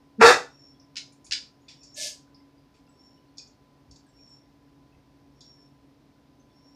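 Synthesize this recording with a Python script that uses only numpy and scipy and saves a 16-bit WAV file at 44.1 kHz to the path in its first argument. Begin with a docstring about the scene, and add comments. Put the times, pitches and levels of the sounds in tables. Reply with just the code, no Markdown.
"""A dog gives one loud, rough bark in a small bedroom, close enough to overload the microphone.
Its vocal folds break from a low grunt into a rasp, shaped by the throat, with hiss from the open jaws.
Two sharp snaps follow; the dog pads off over carpet, brushing along its wire crate, its harness ticking.
It whines in thin, faint whistles throughout, and a fan hums in the background."""
import sys
import numpy as np
from scipy import signal
from scipy.fft import rfft, irfft, next_fast_len
from scipy.io import wavfile
from scipy.ndimage import map_coordinates

SR = 44100
rng = np.random.default_rng(int(sys.argv[2]) if len(sys.argv) > 2 else 0)


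def wav_out(sig):
    """Save sig, one row per channel (or a flat mono array), as 16-bit PCM at SR to the path in sys.argv[1]."""
    wavfile.write(sys.argv[1], SR, np.round(np.clip(np.atleast_2d(sig).T, -1, 1) * 32767).astype(np.int16))


N = 297675
TIME = np.arange(N) / SR


def amp(db):
    """Decibels to gain."""
    return 10 ** (np.asarray(db) / 20)


def unit(x):
    """Scale to rms 1."""
    return x / np.sqrt(np.mean(x ** 2) + 1e-20)


def along(points, hz):
    """Read a curve of (Hz, value) points on a log frequency axis."""
    freqs, values = np.transpose(points)
    return np.interp(np.log(hz + 1), np.log(freqs + 1), values)


def arch(start, length, crest, steep):
    """A smooth swell from 0 to 1 and back, peaking at the fraction crest of its length."""
    ramp = np.interp(TIME, start + length * np.array([0, crest, 1]), [0, 1, 0])
    return np.sin(np.pi / 2 * ramp) ** steep


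def noise(samples=N):
    """White noise."""
    return rng.standard_normal(samples)


def wobble(rate):
    """A smooth random curve, rate knots a second."""
    return map_coordinates(noise(int(N * rate / SR) + 4), [TIME * rate])


def sine(hz):
    """A sine oscillator that follows a pitch curve."""
    return np.sin(2 * np.pi * np.cumsum(hz) / SR)


def filtered(x, response):
    """x through a complex frequency response."""
    size = next_fast_len(N + SR // 2)
    return irfft(rfft(x, size) * response(np.fft.rfftfreq(size, 1 / SR)), size)[:N]


def coloured(x, eq, size=4096):
    """x through a minimum-phase EQ of unit energy: only the curve's shape counts."""
    cepstrum = irfft(np.log(amp(along(eq, np.fft.rfftfreq(size, 1 / SR)))))
    cepstrum[1:size // 2] *= 2
    cepstrum[size // 2 + 1:] = 0
    kernel = irfft(np.exp(rfft(cepstrum)))
    return signal.fftconvolve(x, kernel / np.linalg.norm(kernel))[:N]


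# The bedroom's short reverb. Each row: frequency in Hz, seconds to fall 60 dB.
ROOM_DECAY = [(150, 0.27), (500, .3), (2000, 0.24), (5000, 0.28), (12000, 0.23)]

def room(x, build_s):
    """The bedroom's diffuse tail builds up, then each frequency dies at its own speed."""
    hz, t, spectrum = signal.stft(noise(SR // 2), SR, nperseg=256)
    decay = amp(-60 * t / along(ROOM_DECAY, hz)[:, None])
    tail = signal.istft(spectrum * decay, SR, nperseg=256)[1]
    tail *= 1 - np.exp(-(np.arange(len(tail)) / SR / build_s) ** 2)
    return signal.fftconvolve(x, tail / np.linalg.norm(tail))[:N]


# The fan's hum. Each row: pitch in Hz, level in dB.
FAN_TONES = [(140.0, -70.5), (279.9, -64.5), (1007, -74.5)]
# Its dark rush of air. Each row: frequency in Hz, relative level in dB.
AIR_EQ = [(18, -43.5), (30, -22), (50, -7), (90, -11), (140, -5), (190, -14), (275, -3.5), (340, -12.5),
          (900, -20), (1200, -25.5), (3000, -31.5), (5300, -31.5), (7500, -43), (15400, -46.5)]

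def fan(air_db=-61, drift_hz=1.2, waver_db=2):
    """A soft bed of moving air under slightly unsteady motor and blade tones."""
    hum = np.zeros(N)
    for hz, db in FAN_TONES:
        hum += amp(db + waver_db * wobble(6)) * unit(sine(hz + drift_hz * wobble(6.6)))
    return hum + amp(air_db) * unit(coloured(noise(), AIR_EQ))


def fidget(level_db=-64, spread_db=3, decay_s=.0054, count=45):
    """Faint scattered pings of harness and wire as the dog moves about."""
    pings = np.zeros(N + SR)
    t = np.arange(SR // 20) / SR
    for when, height, strength in rng.random((count, 3)):
        start = np.interp(when, [0, .75, 1], [.5, 4.3, 6.6])  # busier while it walks
        hz = 1300 * 2 ** (2.7 * height)
        ping = np.sin(2 * np.pi * hz * t) * np.exp(-t / decay_s) * (1 - np.exp(-t / .001))
        pings[round(start * SR):][:len(t)] += amp(level_db + spread_db * (2 * strength - .5)) * ping
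    return pings[:N] + room(pings[:N], build_s=.004)


# Paws on carpet. Each row: start in seconds, relative peak level in dB.
PAW_STEPS = [(1.279, -50.5), (3.879, -47), (4.928, -52)]

def footfalls(attack_s=.023, gain_db=-8):
    """Soft steps thump the floor through the carpet."""
    envelope = np.zeros(N)
    for start, db in PAW_STEPS:
        age = np.maximum(TIME - start, 0) / attack_s
        envelope += amp(db) * age * np.exp(1 - age)
    thump_eq = [(25, -12.5), (50, 5), (130, -.5), (300, -23.5), (1000, -77.5)]  # Hz, dB
    return amp(gain_db) * envelope * unit(coloured(noise(), thump_eq))


# The whines. Each row: start in seconds, length in seconds, relative peak in dB, glide in Hz a second.
WHINE_SWELLS = [(.46, .27, -56.5, -700), (1.668, .3, -56, -200), (2.869, 0.31, -60.5, 304),
                (4.07, .36, -57, -150), (5.3, 0.36, -58.5, 0), (6.46, .4, -64.5, -2)]

def whines(centre_hz=5476, flutter=.0116, tremble_db=4, upper_ratio=1.28, direct_db=-6, room_db=-4):
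    """Thin nasal whistles swell slowly and fade faster, with a weaker, shakier whistle above."""
    def whistle(hz, waver):
        return unit(sine(hz * (1 + waver * wobble(30) + flutter * wobble(300))))

    envelope, pitch = np.zeros(N), np.full(N, float(centre_hz))
    for start, length, db, glide in WHINE_SWELLS:
        swell = arch(start, length, crest=.7, steep=1.4)
        envelope += amp(db) * swell
        pitch += (swell > 0) * glide * (TIME - start - length / 2)
    envelope *= amp(tremble_db * wobble(35))
    lower = whistle(pitch, waver=.006)
    upper = amp(-20) * whistle(upper_ratio * pitch, waver=.025)
    sound = envelope * (lower + upper)
    return amp(direct_db) * sound + amp(room_db) * room(sound, build_s=.002)


# The bright, peaky swish along the crate. Each row: frequency in Hz, relative level in dB.
BRUSH_EQ = [(240, -53), (400, -31), (540, -9), (630, -3), (885, -43), (1440, -48), (1730, -2.5),
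            (1930, -22.5), (2180, -4.5), (2350, -12.5), (2540, -9.5), (3780, -5.5), (5500, .5), (8500, -8),
            (11000, -19), (15400, -30)]

def brush(start_s=1.9497, length_s=.1675, gain_db=-31.5, grain_db=3, direct_db=-4, room_db=-2):
    """Coat and harness slide along the crate in one fine-grained stroke."""
    stroke = amp(gain_db) * arch(start_s, length_s, crest=.4, steep=1.4)
    friction = noise() * amp(grain_db * wobble(500))
    swish = stroke * unit(coloured(friction, BRUSH_EQ))
    return amp(direct_db) * swish + amp(room_db) * room(swish, build_s=.0028)


# Harness, claw and crate-wire ticks. Each row: start in seconds, relative level in dB,
# band centre in Hz, band width in octaves, decay in seconds.
CONTACTS = [(.797, -55, 5400, .09, .008), (1.122, -55.5, 8347, .3, .009), (1.244, -45.5, 8000, .28, 0.017),
            (1.264, -48.5, 5800, .5, .008), (1.682, -39.5, 3980, 0.45, 0.021),
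            (1.83, -45.5, 5960, .24, .014), (1.942, -42.5, 6600, .12, 0.013), (2.346, -54, 5050, .07, .002),
            (2.74, -59, 3785, 0.68, 0.025), (3.371, -51, 5500, .25, .005), (3.382, -36, 5150, 0.27, .0016),
            (3.394, -55, 2490, .04, .005), (3.475, -57, 6430, 0.14, .001), (3.91, -49.5, 5600, 0.28, .005),
            (3.959, -51.5, 5400, 0.31, .005), (5.406, -47, 5500, .27, .008), (5.413, -50, 3750, .08, .005)]
# The ring of the small hardware. Each row: mode frequency in Hz, relative level in dB.
HARDWARE_MODES = [(1300, 14), (2490, 6.5), (3530, 2.5), (3980, -2), (4511, 2.5), (4764, -1.5), (5060, -3),
                  (5378, -2.5), (5900, -1), (6600, 1), (7200, -2.5), (9200, 1)]
# The tone shared by all ticks. Each row: frequency in Hz, relative level in dB.
TICK_EQ = [(1000, 1.5), (2500, 1.5), (3000, -4), (3600, 0), (4200, -3), (4600, 1), (5500, 3.5), (6250, -4),
           (7200, 1), (8000, -4.5), (9800, -8), (11500, -19), (15000, -26)]

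def ticks(ring_s=.0067, ring_db=3, attack_share=.39, direct_db=17, room_db=17):
    """Each contact is a short scuff in its own band that sets the hardware's nearby modes ringing."""
    def band(hz, centre, octaves):
        return np.exp(-(np.log2((hz + 1) / centre) / (2 * octaves)) ** 2)

    taps = np.zeros(N + SR)
    t = np.arange(SR // 5) / SR
    freqs = np.fft.rfftfreq(len(t), 1 / SR)
    mode_hz, mode_db = np.transpose(HARDWARE_MODES)
    for start, db, centre, octaves, decay_s in CONTACTS:
        scuff = irfft(band(freqs, centre, octaves) * rfft(noise(len(t)))) * np.exp(-t / decay_s)
        strengths = band(mode_hz, centre, octaves) * amp(mode_db + rng.normal(0, 2.1, len(mode_hz)))
        strengths *= rng.choice([-1, 1], len(mode_hz))
        clink = strengths @ np.sin(2 * np.pi * np.outer(mode_hz, t)) * np.exp(-t / ring_s)
        attack = 1 - np.exp(-t / (attack_share * decay_s))
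        tick = attack * (unit(scuff) + amp(ring_db) * unit(clink))
        taps[round(start * SR):][:len(t)] += amp(db) * tick / np.linalg.norm(tick)
    sound = coloured(taps[:N], TICK_EQ)
    return amp(direct_db) * sound + amp(room_db) * room(sound, build_s=.0034)


# The two snaps. Each row: start in seconds, relative level in dB.
SNAP_HITS = [(0.9571, -25), (1.3103, -16.5)]
# A shielded direct path, then strong slaps off walls and ceiling. Each row: delay in seconds, gain in dB.
SNAP_PATHS = [(0, -1), (.0098, 4.5), (0.0134, 6), (0.0226, 5.5)]
# The snaps' hard, bright edge. Each row: frequency in Hz, relative level in dB.
SNAP_EQ = [(410, -50), (700, -31), (774, -50), (866, -40), (1220, -38), (1420, -11.5), (1750, -14.5),
           (2200, -6), (3530, -6), (4050, .5), (4360, -2.5), (4820, .5), (5400, -3), (5900, -10),
           (6600, -10), (7200, -15), (10400, -33), (14000, -64.5)]

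def snaps(decay_s=.0042, direct_db=10, room_db=8):
    """Each snap is a sharp crack that arrives along several paths, a burst of noise for each."""
    cracks = np.zeros(N)
    t = np.arange(SR // 50) / SR
    for start, db in SNAP_HITS:
        for delay, path_db in SNAP_PATHS:
            crack = np.exp(-t / decay_s) * noise(len(t))
            crack /= np.linalg.norm(crack)
            cracks[round((start + delay) * SR):][:len(t)] += amp(db + path_db) * crack
    sound = coloured(cracks, SNAP_EQ)
    return amp(direct_db) * sound + amp(room_db) * room(sound, build_s=.0024)


# Narrow resonances under the bark. Each row: frequency in Hz, bandwidth in Hz, gain in dB.
WIRE_MODES = [(1375, 22, -4), (1460, 22, -5), (1750, 20, 2), (1980, 24, -3), (2620, 60, -3), (4472, 32, 8),
              (6310, 40, 5)]

def wire_ring(x):
    """A sympathetic ring, likely from the crate's wires."""
    return filtered(x, lambda hz: sum(
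        amp(db) * 1j * hz * width / (centre ** 2 - hz ** 2 + 1j * hz * width)
        for centre, width, db in WIRE_MODES))


def clean_folds(pitch, octave_db):
    """Cleanly vibrating vocal folds: a slightly unsteady fundamental and its octave."""
    hz = pitch * (1 + .012 * wobble(200))
    return unit(sine(hz) + amp(octave_db) * sine(2 * hz))


# The body of the bark, shaped by throat and jaws. Each row: frequency in Hz, relative level in dB.
THROAT_EQ = [(20, -50), (55, -24), (130, -17), (230, -13), (340, -10), (410, -4), (470, -3.5), (560, -3),
             (610, -9), (700, -1), (800, 0.5), (950, -3), (1080, -4.5), (1400, -0.5), (1900, -4.5),
             (2150, -13.5), (2620, -9), (2950, -26), (14000, -68)]
# The mouth's hiss on top. Each row: frequency in Hz, relative level in dB.
MOUTH_EQ = [(2500, -29), (3100, -12.5), (3700, 3), (4100, -5), (4600, -3), (5300, -2.5), (6050, -9),
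            (6800, -5.5), (8800, -15), (11000, -25), (15000, -32)]

def rough_folds(pitch, jaws_open, jitter=.11, breath_share=.8, rasp_db=-7.5, hiss_db=-14, shut_db=-11):
    """The folds close irregularly and unevenly, each cycle letting a puff of turbulent air through."""
    cycles = np.cumsum(pitch * (1 + jitter * wobble(400))) / SR
    closures = np.diff(np.floor(cycles), prepend=0) * amp(3 * wobble(400))
    airflow = 1 + .72 * np.cos(2 * np.pi * cycles)
    buzz = np.sqrt(1 - breath_share) * unit(closures - closures.mean())
    breath = np.sqrt(breath_share) * unit(airflow * noise())
    rasp = unit(coloured(buzz + breath, THROAT_EQ))
    hiss = unit(coloured(airflow * noise(), MOUTH_EQ))
    return amp(rasp_db) * rasp + amp(hiss_db + shut_db * (1 - jaws_open)) * hiss


# The note inside the bark. Each row: time in seconds, pitch in Hz, clear tone's relative level in dB.
BARK_NOTE = [(0.22, 460.8, -15), (0.244, 459.6, -9), (0.27, 460.5, -16), (0.288, 488.8, -15),
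             (0.312, 484, -17)]

def bark(peak_s=.21445, hold_s=.094, open_s=.057, close_s=.09, clear_lag_s=.003, clear_fade_s=.008):
    """A low grunt leaps an octave as the mouth opens, and the folds rasp around a clear tone."""
    age = TIME - peak_s
    times, note_hz, note_db = np.transpose(BARK_NOTE)
    pitch, clear_db = np.interp(TIME, times, note_hz), np.interp(TIME, times, note_db)
    lead_in = amp(-22.5) * arch(start=.179, length=.044, crest=.68, steep=1.8)
    grunt = lead_in * clean_folds(pitch=220, octave_db=-12)
    clear_gate = np.clip(np.minimum(age - clear_lag_s, hold_s + clear_fade_s - age) / clear_fade_s, 0, 1)
    voice = grunt + clear_gate * amp(clear_db + 2) * clean_folds(pitch, octave_db=-16)
    # The effort shoots up, sags while held, then is let go; slopes are in dB a second.
    rise_db = 2600 * np.minimum(age, 0)
    sag_db = -65.5 * np.maximum(age, 0)
    release_db = -570.5 * np.maximum(age - hold_s, 0)
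    jaws_open = np.interp(age, [0, open_s, open_s + close_s], [0, 1, 0])
    cry = amp(rise_db + sag_db + release_db) * rough_folds(pitch, jaws_open)
    cry *= amp(wobble(120))  # the level flickers by about 1 dB
    cry = amp(-3) * (cry + amp(-1) * wire_ring(cry))
    return voice + cry + room(cry + amp(-17) * voice, build_s=.0047)


def scene():
    """Everything in the bedroom, mixed to one microphone."""
    return (bark() + snaps() + ticks() + fidget() + brush() + whines() + footfalls() + fan())[None]


def record(dry, ceiling=.92, hardness=5, top_hz=15500):
    """The overloaded microphone rounds off the bark's peaks; everything above top_hz is cut."""
    clipped = dry[0] / (1 + np.abs(dry[0] / ceiling) ** hardness) ** (1 / hardness)
    return filtered(clipped, lambda hz: hz < top_hz)[None]


dry = scene()
out = record(dry)
wav_out(out)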